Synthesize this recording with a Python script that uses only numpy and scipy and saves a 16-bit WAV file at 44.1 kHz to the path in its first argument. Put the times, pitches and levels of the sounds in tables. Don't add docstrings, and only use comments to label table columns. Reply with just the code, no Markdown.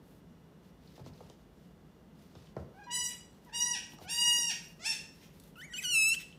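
import sys
import numpy as np
from scipy import signal
from scipy.fft import rfft, irfft, next_fast_len
from scipy.io import wavfile
from scipy.ndimage import uniform_filter1d

SR = 44100
rng = np.random.default_rng(int(sys.argv[2]) if len(sys.argv) > 2 else 0)


def materialize(psi):
    bounded = np.clip(np.atleast_2d(psi).T, -1, 1)
    quanta = np.round(bounded * 32767).astype(np.int16)
    wavfile.write(sys.argv[1], SR, quanta)


def amplitude_ratio(level_db):
    exponent = np.asarray(level_db, float) / 20
    return 10 ** exponent


N = 281358


def rms_one(x):
    return x / np.sqrt(np.mean(x ** 2) + 1e-20)


def at_hz(points, hz):
    point_hz, value = np.array(points).T
    return np.interp(np.log(hz), np.log(point_hz), value)


def band(x, low_hz, high_hz):
    edges_hz = [low_hz, min(high_hz, 0.45 * SR)]
    return signal.sosfilt(signal.butter(2, edges_hz, "band", fs=SR, output="sos"), x)


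def drift(rate_hz, size):
    r = np.exp(-2 * np.pi * rate_hz / SR)
    white = rng.standard_normal(size + 4000)
    return rms_one(signal.lfilter([1], [1, -2 * r, r * r], white)[4000:])


def add(out, s, piece):
    i = round(s * SR)
    out[i:i + len(piece)] += piece[:N - i]


def house():
    # frequency in Hz, density in dB per Hz.
    hum_spectrum = [(26, -27), (45, -3.5), (123, -11.5), (157, 1.5), (319, -12), (449, -12.5), (533, -16),
                    (788, -22), (869, -21.5), (1950, -31), (2310, -35.5), (2880, -34), (8050, -44),
                    (12200, -46.5), (15600, -44)]
    # frequency in Hz, rms level in dB.
    whine = [(2013, -89), (2859, -87.5), (3435, -99), (3494, -90.5), (5685, -93.5), (11768, -92)]
    hum_db, high_whine_stops_s = -57, 3.5

    size = next_fast_len(N)
    hz = np.maximum(np.arange(size // 2 + 1) * SR / size, 1)
    hum = irfft(rfft(rng.standard_normal(size)) * amplitude_ratio(at_hz(hum_spectrum, hz)), size)[:N]
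    out = amplitude_ratio(hum_db) * rms_one(hum)

    t = np.arange(N) / SR
    for tone_hz, level_db in whine:
        running = (tone_hz < 9000) | (t < high_whine_stops_s)
        waver = amplitude_ratio(level_db + 3 + 1.4 * drift(19, N))
        out += waver * np.sin(2 * np.pi * tone_hz * t) * running
    return out


def room(x):
    # frequency in Hz, time to fall 60 dB in seconds.
    room_t60 = [(100, 0.35), (500, 0.53), (1500, 0.53), (3000, 0.43), (6000, 0.44), (12000, 0.35)]
    t = np.arange(SR) / SR
    edges_hz = 60 * 2 ** np.arange(0, 8.5, 0.5)
    white = rng.standard_normal((2, SR))
    tail = np.zeros(SR)
    for k, (low, high) in enumerate(zip(edges_hz, edges_hz[1:])):
        t60 = at_hz(room_t60, np.sqrt(low * high))
        tail += band(white[k % 2], low, high) * amplitude_ratio(-60 * t / t60)
    tail *= np.clip((t - 0.004) / 0.0025, 0, 1)
    return signal.fftconvolve(x, tail / np.sqrt(np.sum(tail ** 2)))[:N]


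def hoof_and_fur_slides():
    # start in seconds, length in seconds, scuff in dB, fur rustle in dB.
    strokes = [(0.002, .22, -80, -75.5), (.62, 0.095, -77, -80), (.8, 0.13, -72.5, -80),
               (0.898, 0.14, -69.5, -76), (1.038, 0.072, -65, -76), (1.095, 0.28, -71.5, -78),
               (1.368, .09, -81, -85), (1.53, 0.21, -82, -86), (2.14, .2, -75, -79),
               (2.3, 0.24, -70, -80.5), (2.546, .12, -76, -83), (2.678, .2, -82, -83),
               (3.29, .14, -77, -82), (3.412, .09, -77, -79), (3.5, 2.85, -82, -77.5),
               (3.89, .07, -68, -65), (3.997, 0.073, -62, -67), (4.616, .06, -74, -68),
               (4.67, 0.068, -76, -74), (5.12, 0.18, -70, -80), (5.33, 0.08, -78, -79),
               (5.42, .09, -74, -73), (5.56, 0.082, -76, -66), (6.22, 0.17, -71, -81)]
    scuff = np.full(N, amplitude_ratio(-87))
    fur = np.full(N, amplitude_ratio(-98))
    for s, length, scuff_db, fur_db in strokes:
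        swell = np.hanning(round(length * SR)) ** 0.4
        add(scuff, s, amplitude_ratio(scuff_db) * swell)
        add(fur, s, amplitude_ratio(fur_db) * swell)
    grains = rng.standard_normal((2, N)) * amplitude_ratio(1.4 * drift(60, N))
    horn_noise = rms_one(band(grains[0], 1730, 5930))
    fur_noise = rms_one(band(grains[1], 8500, 17500))
    return scuff * horn_noise + fur * fur_noise


def noise_click(low_hz, high_hz, t60):
    t = np.arange(round(0.3 * SR)) / SR
    return rms_one(band(rng.standard_normal(len(t)), low_hz, high_hz)) * amplitude_ratio(-60 * t / t60)


def board_knocks():
    # start in seconds, peak in dB, board pitch in Hz, tick in dB, joists in dB.
    blows = [(0.979, -45.5, 169, -58, -65), (0.994, -43, 217, -67, -40.5), (1.062, -39, 120, -50.5, -45),
             (1.205, -43, 388, -73, -52), (1.299, -46.5, 169, -47.5, -72), (2.352, -44, 208, -51.5, -51),
             (2.566, -27.5, 124, -54, -37.5), (3.934, -46, 170, -66.5, -77), (3.986, -47.5, 630, -49, -70),
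             (4.014, -41.5, 274, -60, -50), (4.383, -44.5, 150, -44, -73.5)]
    out = np.zeros(N)
    t = np.arange(round(0.3 * SR)) / SR
    for s, peak_db, hz, tick_db, joist_db in blows:
        t60 = 0.059 * (hz / 150) ** 0.29
        white = rng.standard_normal(len(t))
        sweep = 2 * np.pi * (hz * t + 3.46 * (1 - np.exp(-t / 0.0036)))
        ring = np.sin(sweep) * amplitude_ratio(-60 * t / t60) * (1 - np.exp(-t / 0.0014))
        rattle = rms_one(band(band(white, hz, 1260), 60, 1400)) * amplitude_ratio(-60 * t / (1.08 * t60))
        joists = rms_one(band(white[::-1], 75, 148)) * amplitude_ratio(-60 * t / 0.27)
        joists *= 1 - np.exp(-t / 0.0064)
        tick = rms_one(band(white, 3000, 6500)) * amplitude_ratio(-60 * t / 0.013)
        body = ring + 0.3 * rattle
        add(out, s, amplitude_ratio(peak_db - 1.5) * body + amplitude_ratio(tick_db - 3.5) * tick + amplitude_ratio(joist_db) * joists)
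    return out


def hoof_ticks():
    # start in seconds, peak in dB, pitch in Hz.
    taps = [(0.1194, -64, 2810), (0.6494, -64, 3950), (0.874, -53, 4240), (0.9073, -60, 3330),
            (0.9557, -56, 4910), (1.1344, -58, 4590), (1.1767, -57, 4000), (2.353, -50, 3300),
            (2.47, -56.5, 2930), (3.9201, -46, 2780), (4.024, -55, 3960), (4.6436, -47, 5670),
            (5.725, -55, 2860), (6.325, -47, 2970)]
    out = np.zeros(N)
    for s, peak_db, hz in taps:
        add(out, s, amplitude_ratio(peak_db - 5) * noise_click(0.91 * hz, 1.15 * hz, t60=0.034))
    return out


def dry_snaps():
    # start in seconds, peak in dB.
    snaps = [
        (3.447, -60),
        (4.683, -57),
        (5.399, -51.5),
        (5.437, -57),
    ]
    out = np.zeros(N)
    for s, peak_db in snaps:
        add(out, s, amplitude_ratio(peak_db) * noise_click(2900, 16500, t60=0.027))
    return out


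def puffs(table, nose, mouth):
    out = np.zeros(N)
    for s, length, level_db in table:
        white = rng.standard_normal(round(0.25 * SR))[:round(length * SR)]
        puff = band(white, 1900, 4400)
        puff += nose * band(white, 4340, 5900)
        puff += mouth * band(white, 9100, 16600)
        add(out, s, amplitude_ratio(level_db) * rms_one(puff) * np.hanning(len(puff)))
    return out


def bleat(tables, throat, mouth_sets, push, jitter, breath_db, fade_s):
    out = np.zeros(N)
    number = np.arange(1, 27)[:, None]
    no_lift_db, lift_per_db = push

    def soft(v):
        return uniform_filter1d(v, size=353, mode="nearest")

    for rows in tables:
        s, *columns = np.transpose(rows)
        t = np.arange(s[0], s[-1], 1 / SR)

        def wander(rate_hz):
            return drift(rate_hz, size=24000)[:len(t)]

        pitch, effort_db, mouth, tongue_hz = [soft(np.interp(t, s, c)) for c in columns]
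        tilt, depth, nose_db = [shut + mouth * (wide - shut) for shut, wide in mouth_sets.values()]
        pitch = pitch * (1 + jitter * wander(28))
        phase = 2 * np.pi * np.cumsum(pitch) / SR
        hz = number * pitch

        gains = amplitude_ratio(depth * at_hz(throat, hz) + tilt * np.log2(hz / 2800)) * (hz < 17000)
        lift_db = lift_per_db * (effort_db - no_lift_db)
        gains *= amplitude_ratio(lift_db * np.exp(-(np.log2(hz / 2860) / 0.32) ** 2))
        gains *= amplitude_ratio(7 * np.exp(-(np.log2(hz / tongue_hz) / 0.11) ** 2))
        head = np.clip((pitch - 1750) / (2330 - 1750), 0, 1)
        gains *= amplitude_ratio(-11 * head * (number % 2 == 0))
        gains *= amplitude_ratio(-5 * np.clip(1.19 - mouth, 0, 1) * np.clip(number - 10, 0, 5))
        gains *= amplitude_ratio(1.37 * number ** 0.34 * np.array([wander(27) for _ in hz]))
        upper = np.sqrt(np.sum(gains[1:] ** 2, axis=0))
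        gains[0] = np.hypot(gains[0], amplitude_ratio(nose_db) * upper)
        gains /= np.sqrt(np.sum(gains ** 2, axis=0) / 2)

        lag = rng.normal(0, 0.49, (26, 1))
        tone = np.sum(gains * np.sin(number * phase + lag), axis=0)
        air = tone * wander(167)
        edge = np.clip(np.minimum(t - s[0], s[-1] - t) / fade_s, 0, 1)
        add(out, s[0], edge * amplitude_ratio(effort_db) * (tone + amplitude_ratio(breath_db) * air))
    return out


def near_kid():
    # frequency in Hz, gain in dB.
    throat = [(1200, -51.5), (2000, -0.5), (2700, -1), (4000, -18.5), (5300, -10.5), (6600, -11),
              (7900, -12.5), (9300, -14.5), (12000, -19.5), (15500, -34)]
    # tilt in dB per octave, throat depth, nasal hum in dB relative to the upper harmonics.
    mouth_sets = dict(tilt_db=(-16.5, -0.13), depth=(1, 0.94), nose_db=(26.5, -61))
    push = (-40, 0.028)
    # time in seconds, pitch in Hz, effort in dB, mouth opening (0 shut, 1 wide),
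    # tongue resonance in Hz.
    creak = [(5.556, 1475, -56, 0.4, 2900), (5.566, 1272, -59.5, 0.28, 7700),
             (5.588, 1465, -52.5, 0.22, 10100), (5.605, 1486, -50, .33, 10600),
             (5.613, 1570, -49, .4, 9400)]
    whistle = [(5.614, 1680, -48, 0.37, 8600), (5.641, 2140, -49, 1, 8650), (5.656, 2350, -52, 0.9, 7100),
               (5.672, 2150, -62, 0.87, 8600), (5.709, 1877, -54, 0.54, 7600),
               (5.732, 1960, -47, 0.95, 7800)]
    chirp = [(5.734, 1670, -47, 0.57, 7560), (5.742, 1440, -38.5, 0.47, 7300),
             (5.755, 1445, -42.5, 0.61, 7200), (5.779, 1550, -42, 0.7, 7700)]
    flip = [(5.78, 2410, -39.5, 1.24, 7300), (5.793, 2628, -35.5, 1.06, 7700),
            (5.812, 1860, -54.5, 1.08, 7500), (5.832, 2054, -40, 1.3, 7800)]
    squeak = [(5.835, 1616, -42, 0.72, 6150), (5.853, 1472, -32.5, 0.66, 5740),
              (5.877, 1447, -36, 0.77, 5800), (5.895, 1495, -34.5, 0.61, 5740),
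              (5.926, 1427, -30.5, 0.86, 5600), (5.96, 1317, -25.5, 0.77, 9100),
              (6.03, 1300, -26, 0.93, 8100), (6.132, 1349, -28.5, 0.8, 7700), (6.156, 1690, -45.5, 1, 7900)]
    # start in seconds, length in seconds, level in dB.
    snorts = [
        (5.812, 0.044, -47.5),
        (6.138, 0.017, -40.5),
        (6.178, 0.068, -50),
        (2.9, 0.044, -58),
        (5.74, 0.071, -54),
        (0.952, 0.03, -66),
    ]
    voice = bleat([creak, whistle, chirp, flip, squeak], throat, mouth_sets, push,
                  jitter=0.004, breath_db=-42, fade_s=0.00088)
    return voice + puffs(snorts, nose=0.4, mouth=0.3)


def far_kid():
    # frequency in Hz, gain in dB.
    throat = [(600, -15), (1000, -14), (1900, -9.5), (2800, 0.5), (3800, -9.5), (4700, -7), (5600, -5),
              (6700, -9.5), (7800, -9), (9600, -13), (12000, -21), (15500, -25)]
    # tilt in dB per octave, throat depth, nasal hum in dB relative to the upper harmonics.
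    mouth_sets = dict(tilt_db=(-18.5, 2.33), depth=(1.7, 1.11), nose_db=(-7, -21))
    push = (-32.5, 0.68)
    # time in seconds, pitch in Hz, effort in dB, mouth opening (0 shut, 1 wide),
    # tongue resonance in Hz.
    whimper = [(2.74, 747, -57.5, .2, 1550), (2.76, 746, -58, .1, 1550), (2.796, 828.5, -47.5, 0.017, 1650),
               (2.828, 813, -48.5, 0.068, 1660), (2.844, 815, -49.5, 0.45, 4630),
               (2.86, 825, -67, .2, 4500)]
    first = [(2.865, 993, -44.5, .02, 1000), (2.9, 947, -43.5, .02, 1000),
             (2.916, 959.5, -34.5, 0.76, 7750), (2.943, 1000, -31.5, 1.05, 8100),
             (2.964, 979, -30, 1.03, 8200), (3.001, 972, -32, 0.92, 8050),
             (3.035, 977.5, -33.5, 0.97, 8000), (3.065, 963, -33, 1.17, 7900), (3.09, 955, -50, 1.6, 7700)]
    gulp = [(3.46, 1006, -57, .02, 1000), (3.486, 955, -55.5, .1, 1900), (3.505, 755, -51, .2, 1550)]
    second = [(3.518, 852, -62, 0.16, 1800), (3.531, 912, -43.5, 0.52, 3700),
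              (3.55, 961, -32.5, 0.89, 5700), (3.576, 942.4, -30, 0.98, 5700),
              (3.61, 960.5, -27.5, 0.96, 5750), (3.68, 970, -33.5, 0.92, 5800),
              (3.738, 948, -31, 0.79, 5700), (3.766, 759, -41.5, 0.76, 5300), (3.78, 755, -49, 0.67, 5300)]
    third = [(4.04, 725, -51, 0.39, 2950), (4.071, 746, -50, 0.32, 2950), (4.101, 932.5, -33.5, 1.05, 4200),
             (4.201, 957.5, -27, 1, 5000), (4.286, 956.4, -22, 0.99, 5700),
             (4.376, 959.8, -27, 1.045, 5750), (4.426, 942, -30, 0.96, 5700), (4.491, 936, -31, 0.88, 5600),
             (4.525, 681, -38.5, 0.74, 5400)]
    fourth = [(4.79, 606, -54, 0.63, 2520), (4.814, 680, -50, 0.71, 2040), (4.842, 730, -41, 0.85, 5400),
              (4.862, 872, -27.5, 0.97, 5540), (4.884, 927.3, -29.5, 0.94, 5500),
              (4.914, 890.5, -33, 0.97, 5400), (4.935, 794, -40.5, 0.69, 5340)]
    # start in seconds, length in seconds, level in dB.
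    rasps = [
        (2.893, 0.041, -65),
        (3.07, 0.082, -57),
        (3.47, 0.051, -72.5),
        (3.522, 0.041, -57),
        (3.75, 0.06, -57),
        (4.495, 0.032, -45),
        (4.9, 0.057, -48),
        (5.19, 0.086, -62.5),
    ]
    voice = bleat([whimper, first, gulp, second, third, fourth], throat, mouth_sets, push,
                  jitter=0.004, breath_db=-46, fade_s=0.0061)
    return amplitude_ratio(-5.5) * voice + puffs(rasps, nose=0.77, mouth=0.23)


def scene():
    far = far_kid()
    near = near_kid()
    boards = board_knocks() + hoof_ticks() + dry_snaps()
    thin = far - 0.6 * band(far, 580, 1360)
    wet = room(amplitude_ratio(-0.5) * thin + amplitude_ratio(-12.5) * near + amplitude_ratio(-6.5) * boards)
    mono = far + near + boards + wet + hoof_and_fur_slides() + house()
    return np.tile(mono, (2, 1))


def band_limit(x):
    return signal.sosfilt(signal.butter(12, 15730, fs=SR, output="sos"), x)


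def record(dry):
    cut = signal.sosfilt(signal.butter(8, 45, "high", fs=SR, output="sos"), dry)
    cut = signal.sosfilt(signal.cheby2(14, 60, 16200, fs=SR, output="sos"), cut)
    return band_limit(cut)


dry = scene()
out = record(dry)
materialize(out)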